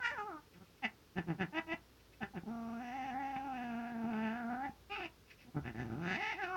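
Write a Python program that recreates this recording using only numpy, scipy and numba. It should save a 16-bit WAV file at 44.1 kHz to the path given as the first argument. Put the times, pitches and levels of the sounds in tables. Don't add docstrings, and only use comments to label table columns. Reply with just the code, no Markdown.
import sys
import numpy as np
from scipy import signal
from scipy.fft import rfft, irfft, next_fast_len
from scipy.io import wavfile
from scipy.ndimage import map_coordinates
from numba import njit

SR = 44100
rng = np.random.default_rng(int(sys.argv[2]) if len(sys.argv) > 2 else 0)


def master_out(mix):
    frames = np.transpose(np.atleast_2d(mix))
    ceiling = np.clip(frames, -1, 1)
    pcm = np.round(ceiling * 32767).astype(np.int16)
    wavfile.write(sys.argv[1], SR, pcm)


N = 289296
TIME = np.arange(N) / SR

# time_s, level_db, brightness_db (0 and above is all click, no pop)
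CATCHES = [(2.434, -41, -29), (3.057, -38, 1), (1.594, -27, -2), (1.737, -33, -7), (3.363, -25, -2),
           (4.041, -37.5, -23), (4.133, -33.5, 0.5), (4.693, -36, -10), (4.958, -28, 1.5), (5.006, -29, 0),
           (5.058, -42, -3.5), (6.328, -29, 0)]


def amp(db):
    return 10 ** (np.asarray(db) / 20)


def unit(x):
    return x / np.sqrt(np.mean(x ** 2) + 1e-20)


def along(points, hz):
    knots_hz, values = np.transpose(points)
    return np.interp(np.log(hz + 1), np.log(knots_hz + 1), values)


def curves(rows, t):
    times, *columns = np.transpose(rows)
    return [np.interp(t, times, column) for column in columns]


def gate(start, end, fade_s):
    return np.clip(1 + np.minimum(TIME - start, end - TIME) / fade_s, 0, 1)


def around(start, end, margin_s=0.04):
    return TIME[(TIME > start - margin_s) & (TIME < end + margin_s)]


def wobble(rate, size):
    knots = rng.standard_normal(int(size * rate / SR) + 4)
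    return map_coordinates(knots, [np.arange(size) * rate / SR])


def filtered(x, response):
    size = next_fast_len(N + SR // 4)
    return irfft(rfft(x, size) * response(np.fft.rfftfreq(size, 1 / SR)), size)[:N]


def coloured(x, spectrum):
    return filtered(x, lambda hz: amp(along(spectrum, hz)))


def noise(spectrum):
    return unit(coloured(rng.standard_normal(N), spectrum))


def room_tone(air_db=-65, hum_hz=58.97, hum_db=-72):
    # frequency_hz, density_db
    air_spectrum = [(15, -56.5), (25, -23), (50, -28.5), (85, -11.5), (140, -15), (200, -19), (430, -19),
                    (700, -28.5), (1300, -28), (2000, -31.5), (3500, -32), (5500, -34), (7800, -42.5),
                    (16000, -40.5)]
    hum = np.sqrt(2) * np.sin(2 * np.pi * hum_hz * TIME + 2.0 * wobble(11, N))
    return amp(air_db) * noise(air_spectrum) + amp(hum_db + 2.6 * wobble(1.46, N)) * hum


def vocal_folds(pitch_hz, rough, jitter=0.1262, waver=0.00852, shimmer_db=8, doubling=0.21):
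    size = len(pitch_hz)
    hz = pitch_hz * np.exp(jitter * rough * wobble(160, size) + waver * wobble(45, size))
    phase = 2 * np.pi * np.cumsum(hz) / SR
    offset = (phase / (2 * np.pi) % 1 - .5) * SR / hz
    pulses = unit(np.sinc(offset / 2) * np.exp(-(offset / 10) ** 2))
    pulses *= amp(shimmer_db * rough * wobble(200, size))
    pulses *= 1 + doubling * rough * np.sin(phase / 2)
    air = unit(rng.standard_normal(size) * np.exp(-1.5 * np.cos(phase)))
    return pulses, air * rough


@njit
def resonate(x, step, damping):
    out, position, velocity = np.zeros(len(x)), 0., 0.
    for i in range(len(x)):
        position += step[i] * velocity
        velocity += damping[i] * (x[i] - velocity) - step[i] * position
        out[i] = velocity
    return out


def formant(x, hz, width_hz):
    step = 2 * np.sin(np.pi * hz / SR) * np.ones(len(x))
    damping = 2 * np.pi * width_hz / SR * np.ones(len(x))
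    ringing = resonate(resonate(x, step, damping), step, damping)
    window = np.hanning(SR // 40)
    power = np.abs(signal.fftconvolve(ringing ** 2, window / window.sum(), 'same'))
    return ringing / np.sqrt(power + 1e-12)


def voice(t, pitch_hz, level_db, bright_db, mouth_hz, treble_db, rough, palate_db, teeth_db, teeth_hz):
    # pitch_hz, chest_over_throat_db
    register = [(120, 10), (190, 9), (218, 7.5), (232, 3), (245, -2), (270, -8), (310, 2), (350, 0),
                (410, -5.5), (480, -6), (600, 9.5)]
    pulses, air = vocal_folds(pitch_hz, rough)
    chest_ratio = amp(along(register, pitch_hz) - 0.36 * (bright_db + 1))
    throat_share = 1 / np.sqrt(1 + chest_ratio ** 2)
    throat_hz = 765 * (pitch_hz / 261.7) ** 0.093
    lip_db = treble_db + 3.4
    chest = amp(-5) * chest_ratio * throat_share * formant(pulses + 0.88 * air, hz=155, width_hz=230)
    throat = amp(-2.13) * throat_share * formant(pulses + 0.81 * air, throat_hz, width_hz=158)
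    mouth = amp(bright_db + 1) * formant(pulses + 2.7 * air, mouth_hz, width_hz=mouth_hz / 4.3)
    lips = amp(lip_db) * formant(pulses + 5.7 * air, hz=2620, width_hz=580)
    palate = amp(palate_db + lip_db) * formant(pulses + 1.5 * air, hz=3750, width_hz=900)
    teeth = amp(teeth_db + 0.74 * lip_db) * formant(pulses + 1.5 * air, teeth_hz, width_hz=1220)
    gurgle_db = 3.5 * rough * wobble(59.907, len(t))
    call = (chest + throat + mouth + lips + palate + teeth) * amp(level_db + gurgle_db)
    return np.interp(TIME, t, call, left=0, right=0)


def long_call(effort, pitch, rough, palate_db, teeth_db, teeth_hz):
    start, end = effort[0][0], effort[-1][0]
    t = around(start, end)
    hoarse = np.interp(t, [start, end], rough)
    hoarse += sum(0.106 * np.exp(-((t - time_s) / 0.01376) ** 2) for time_s, _, _ in CATCHES)
    hiss_db = np.interp(t, [start, end], teeth_db)
    call = voice(t, *curves(pitch, t), *curves(effort, t), hoarse, palate_db, hiss_db, teeth_hz)
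    return call * gate(start, end, fade_s=0.003)


def long_calls():
    # time_s, level_db, brightness_db, mouth_hz, treble_db
    cry = [(0.0, -57.5, 5.5, 1500, -15), (0.054, -46.5, 16.5, 1730, 5.5), (0.122, -48, 1.5, 1830, -10),
           (0.16, -51.5, 2, 1560, -18), (0.188, -43, -3, 1463, -15), (0.22, -45, -4, 1300, -18),
           (0.25, -47, -20, 1265, -26), (0.276, -48.5, -1, 1295, -39), (0.29, -46.5, -6.5, 1230, -26),
           (0.33, -54, 0, 1280, -31), (0.35, -49.5, -9, 1191, -41), (0.376, -59, 5, 1220, -35),
           (0.4, -60, -5, 1240, -32)]
    moan = [(2.46, -50.5, -26.5, 1290, -42), (2.48, -41.5, -27, 1270, -36), (2.54, -45, -14.5, 1170, -33),
            (2.73, -45, -13, 1170, -25), (2.77, -44.5, -16, 1460, -25), (2.87, -48, -7.5, 1803, -10.5),
            (2.99, -44.5, -8, 1972, -15), (3.11, -45.5, -6.5, 1720, -11), (3.16, -42.5, -11, 1754, -37),
            (3.23, -43.5, -8.5, 1865, -16), (3.37, -45.5, -8.5, 1777, -14.5), (3.44, -45, -15.5, 1440, -19),
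            (3.52, -45, -13, 1376, -19.5), (3.57, -44, -9.5, 1713, -11.5),
            (3.78, -42.5, -12.5, 1540, -20.5), (3.89, -47.5, -6, 1650, -16), (3.95, -44, -14, 1640, -28),
            (4.05, -39.5, -19, 1387, -26.5), (4.26, -39, -10, 1656, -13.5), (4.39, -45.5, -4, 1532, -18),
            (4.46, -42.5, -13, 1453, -38), (4.54, -40.5, -9, 1510, -24.5), (4.58, -45, -10.5, 1429, -31),
            (4.66, -42, -5, 1822, -21), (4.7, -54.5, -23, 1710, -20.5), (4.71, -66, -10, 1645, -13)]
    rasp = [(4.899, -55.5, -8.5, 1380, -1.5), (4.923, -44.5, -7.5, 1400, -0.5), (4.957, -53, 0, 1500, 7),
            (4.983, -46.5, -10, 1260, -3), (5.037, -48, 0.5, 1930, 0), (5.063, -50, -13, 1890, 2.5),
            (5.075, -55, -8, 1920, -13)]
    growl = [(5.745, -48.5, -12.5, 1800, -25), (5.803, -41, -6.5, 1740, -16),
             (5.851, -45, -20.5, 1590, -25), (5.909, -43, -15, 1446, -28), (5.981, -41, -22, 1270, -31),
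             (6.047, -42, -7, 1550, -13.5), (6.137, -41, 3.5, 1820, -5), (6.165, -46.5, 1, 1830, 2.5)]
    yowl = [(6.165, -47.5, 1, 2100, -8.5), (6.235, -43.5, 3.5, 1901, -0.5), (6.325, -47.5, 7, 2030, 1),
            (6.361, -56, -10.5, 1950, -2), (6.393, -48, 3, 1760, -14), (6.443, -41, -0.5, 1630, -4),
            (6.459, -49, -0.5, 1580, -7), (6.509, -45, -2, 1225, -13.5), (6.56, -44.5, 5, 1228, -17)]
    # time_s, pitch_hz
    cry_pitch = [(0, 513), (0.059, 455), (0.079, 484.3), (0.106, 451), (.117, 610), (0.13, 600),
                 (0.186, 425.6), (0.242, 411), (0.271, 429.7), (.33, 316.3), (0.399, 293.6)]
    moan_pitch = [(2.46, 219.8), (2.48, 206), (2.51, 232.2), (2.78, 229.7), (2.82, 250.4), (2.85, 237),
                  (2.92, 249.4), (2.96, 277.7), (3.03, 253.3), (3.06, 283.5), (3.12, 238.1), (3.19, 275),
                  (3.41, 266.5), (3.46, 279), (3.59, 244.9), (3.75, 230.5), (3.9, 244.9), (3.93, 230.9),
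                  (4.01, 231.9), (4.04, 220.8), (4.08, 238.3), (4.1, 237.9), (4.13, 218.2), (4.31, 223.3),
                  (4.36, 239.5), (4.47, 229.7), (4.51, 249.9), (4.53, 234.6), (4.65, 281.1), (4.71, 260)]
    rasp_pitch = [(4.895, 384), (4.924, 415.2), (4.958, 398.3), (4.966, 447), (5.0, 347.3), (5.037, 348.7),
                  (5.075, 318)]
    growl_pitch = [(5.746, 107.2), (5.804, 129.2), (5.858, 110.8), (5.95, 117.6), (5.993, 161.2),
                   (6.122, 183.7), (6.166, 233)]
    yowl_pitch = [(6.164, 294.6), (6.212, 417), (6.308, 445), (6.33, 398.6), (6.354, 317.2), (6.4, 428.7),
                  (6.466, 347), (6.523, 386.5), (6.56, 358)]
    return sum([
        long_call(cry, cry_pitch, rough=(0.15, 0.047),
                  palate_db=-7, teeth_db=(-11, -10), teeth_hz=6600),
        long_call(moan, moan_pitch, rough=(0.132, 0.15),
                  palate_db=-13, teeth_db=(-9, -30), teeth_hz=5300),
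        long_call(rasp, rasp_pitch, rough=(0.1134, 0.226),
                  palate_db=-11, teeth_db=(-26, -30), teeth_hz=5800),
        long_call(growl, growl_pitch, rough=(0.368, 0.407),
                  palate_db=-5, teeth_db=(-13, -15), teeth_hz=5550),
        long_call(yowl, yowl_pitch, rough=(0.261, 0.054),
                  palate_db=-7, teeth_db=(-31, -25), teeth_hz=4700),
    ])


def bedding(edge_drop_db=38, grain_db=3):
    # peak_s, half_length_s, peak_db
    scuffs = [(.44, 0.066, -81), (.56, .07, -74), (.65, 0.068, -77), (.78, 0.024, -72.5),
              (2.008, 0.0162, -67), (2.136, 0.04, -68), (5.305, 0.064, -64.5), (5.42, 0.064, -62.5)]
    # frequency_hz, density_db
    fabric_spectrum = [(300, -38), (900, -21), (1800, 9), (2600, 16), (3500, -2.5), (5500, 1.5),
                       (8000, -52.5), (14000, -21)]
    rub = sum(amp(peak_db - edge_drop_db * ((TIME - peak_s) / half_length_s) ** 2)
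              for peak_s, half_length_s, peak_db in scuffs)
    return rub * unit(noise(fabric_spectrum) * amp(grain_db * wobble(84, N)))


def yelps(bend=1.68, mouth_rise=0.076):
    # peak_s, rise_s, fall_s, first_pitch_hz, middle_pitch_hz, last_pitch_hz,
    # level_db, brightness_db, mouth_hz, roughness (0-1)
    calls = [ (0.561, 0.047, 0.065, 206.5, 178.7, 177, -59.5, -13, 1500, 0.32),
             (0.625, 0.032, 0.023, 185.5, 191, 179, -54.5, -14, 1270, 0.29),
             (0.851, .028, 0.03, 289, 224.6, 185, -39.5, 5, 2040, 0.1),
             (1.186, 0.029, 0.035, 182.6, 193.1, 137, -35, -7.5, 1750, 0.31),
             (1.303, 0.037, 0.057, 177, 167.2, 121, -36, -15, 1690, 0.29),
             (1.422, 0.03746, 0.0442, 196.1, 187.8, 133.2, -34, -4.5, 1760, 0.27),
             (1.588, .062, 0.017, 293.3, 337.8, 305, -38.5, 1, 1860, .13),
             (1.733, .066, .025, 320.9, 335.6, 255, -41.5, 0.5, 1970, 0.16),
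             (2.233, 0.027, 0.038, 268, 201.4, 195, -38.5, -3.5, 1700, 0.21),
             (2.379, 0.042, 0.02, 272.8, 170.2, 126, -40.5, -12.5, 1620, 0.26),
             (5.49, 0.063, .025, 229, 250, 240, -57, -39.5, 1400, 0.31),
             (5.575, 0.031, 0.036, 159.6, 151.7, 130, -35.5, -17, 1380, 0.37),
             (5.685, 0.055, 0.055, 119.2, 129.4, 98.4, -42.5, -4.5, 1760, 0.54), ]
    # mouth_hz, lips_over_mouth_db
    lip_opening = [(1300, -26), (1550, -5.5), (1750, -6.5), (1950, -3)]
    out = np.zeros(N)
    for peak_s, rise_s, fall_s, *pitches_hz, peak_db, peak_bright_db, mouth_hz, rough in calls:
        start, end = peak_s - rise_s, peak_s + fall_s
        t = around(start, end)
        early = np.clip((peak_s - t) / rise_s, 0, 1)
        late = np.clip((t - peak_s) / fall_s, 0, 1)
        pitch_hz = np.interp(t, [start, peak_s, end], pitches_hz)
        level_db = peak_db - 16 * early ** bend - 21 * late ** bend
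        bright_db = peak_bright_db - 9.5 * early ** bend - 33 * late ** bend
        treble_db = bright_db + along(lip_opening, mouth_hz)
        opening_hz = mouth_hz * (1 - mouth_rise * early)
        yelp = voice(t, pitch_hz, level_db, bright_db, opening_hz, treble_db, rough,
                     palate_db=-18, teeth_db=-29, teeth_hz=5200)
        out += yelp * gate(start, end, fade_s=0.0014)
    return out


def catches(chest_hz=210, throat_hz=790, pop_life_s=0.0023, click_life_s=0.0045):
    pops, clicks = np.zeros(N), np.zeros(N)
    t = np.arange(SR // 10) / SR
    ring = np.sin(2 * np.pi * chest_hz * t) + amp(-9) * np.sin(2 * np.pi * throat_hz * t)
    pop = ring * t / pop_life_s * np.exp(1 - t / pop_life_s)
    for time_s, level_db, bright_db in CATCHES:
        click_share = min(amp(bright_db), 1)
        click = np.exp(-t / click_life_s) * rng.standard_normal(len(t))
        onset = round(time_s * SR)
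        pops[onset:onset + len(t)] += amp(level_db - 6) * (1 - click_share) * pop
        clicks[onset:onset + len(t)] += amp(level_db - 2) * click_share * click
    mouth_band = signal.butter(4, [600, 3000], 'bandpass', fs=SR, output='sos')
    return pops + signal.sosfilt(mouth_band, clicks)


def cat():
    # frequency_hz, gain_db
    muffling = [(100, 6), (165, 5), (240, 4.5), (330, 7.5), (500, -1.5), (700, 4.5), (880, 3.5),
                (1100, -0.5), (1300, 1.5), (1600, -3), (1900, -3.5), (2350, 0.5), (2900, -6.5), (3250, -14),
                (3550, -2.5), (4100, -17), (4900, -7.5), (6000, -5.5), (6900, -17.5), (9000, -21.5),
                (13000, -27)]
    return coloured(yelps() + long_calls() + catches(), muffling)


def bed_rumble():
    # start_s, end_s, level_db
    heaves = [(5.642, 5.953, -55), (6.181, 6.38, -84.5)]
    # frequency_hz, density_db
    thud_spectrum = [(15, -28), (35, -12.5), (60, -2), (80, 11.5), (160, -35), (400, -91)]
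    rocking = sum(amp(level_db) * gate(start, end, fade_s=0.061) for start, end, level_db in heaves)
    return rocking * noise(thud_spectrum)


def room_reverb(x, build_s=0.00133):
    # frequency_hz, decay_s
    decay_times = [(150, 0.34), (1500, 0.16), (4000, 0.0793), (10000, 0.081)]
    # frequency_hz, gain_db
    room_colour = [(200, -18.5), (650, -17), (1100, -5), (1600, -5), (2100, -7), (8000, 2)]
    hz, t, bands = signal.stft(rng.standard_normal(SR // 2), SR, nperseg=256)
    decay = amp(-60 * t / along(decay_times, hz)[:, None])
    build_up = 1 - np.exp(-t / build_s)
    _, tail = signal.istft(bands * decay * build_up, SR, nperseg=256)
    reflections = signal.fftconvolve(x, tail / np.linalg.norm(tail))[:N]
    return coloured(reflections, room_colour)


def scene():
    near = cat() + bedding()
    return (near + room_reverb(near) + bed_rumble() + room_tone())[None]


def record(dry):
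    return filtered(dry[0], lambda hz: hz < 17150)[None]


dry = scene()
out = record(dry)
master_out(out)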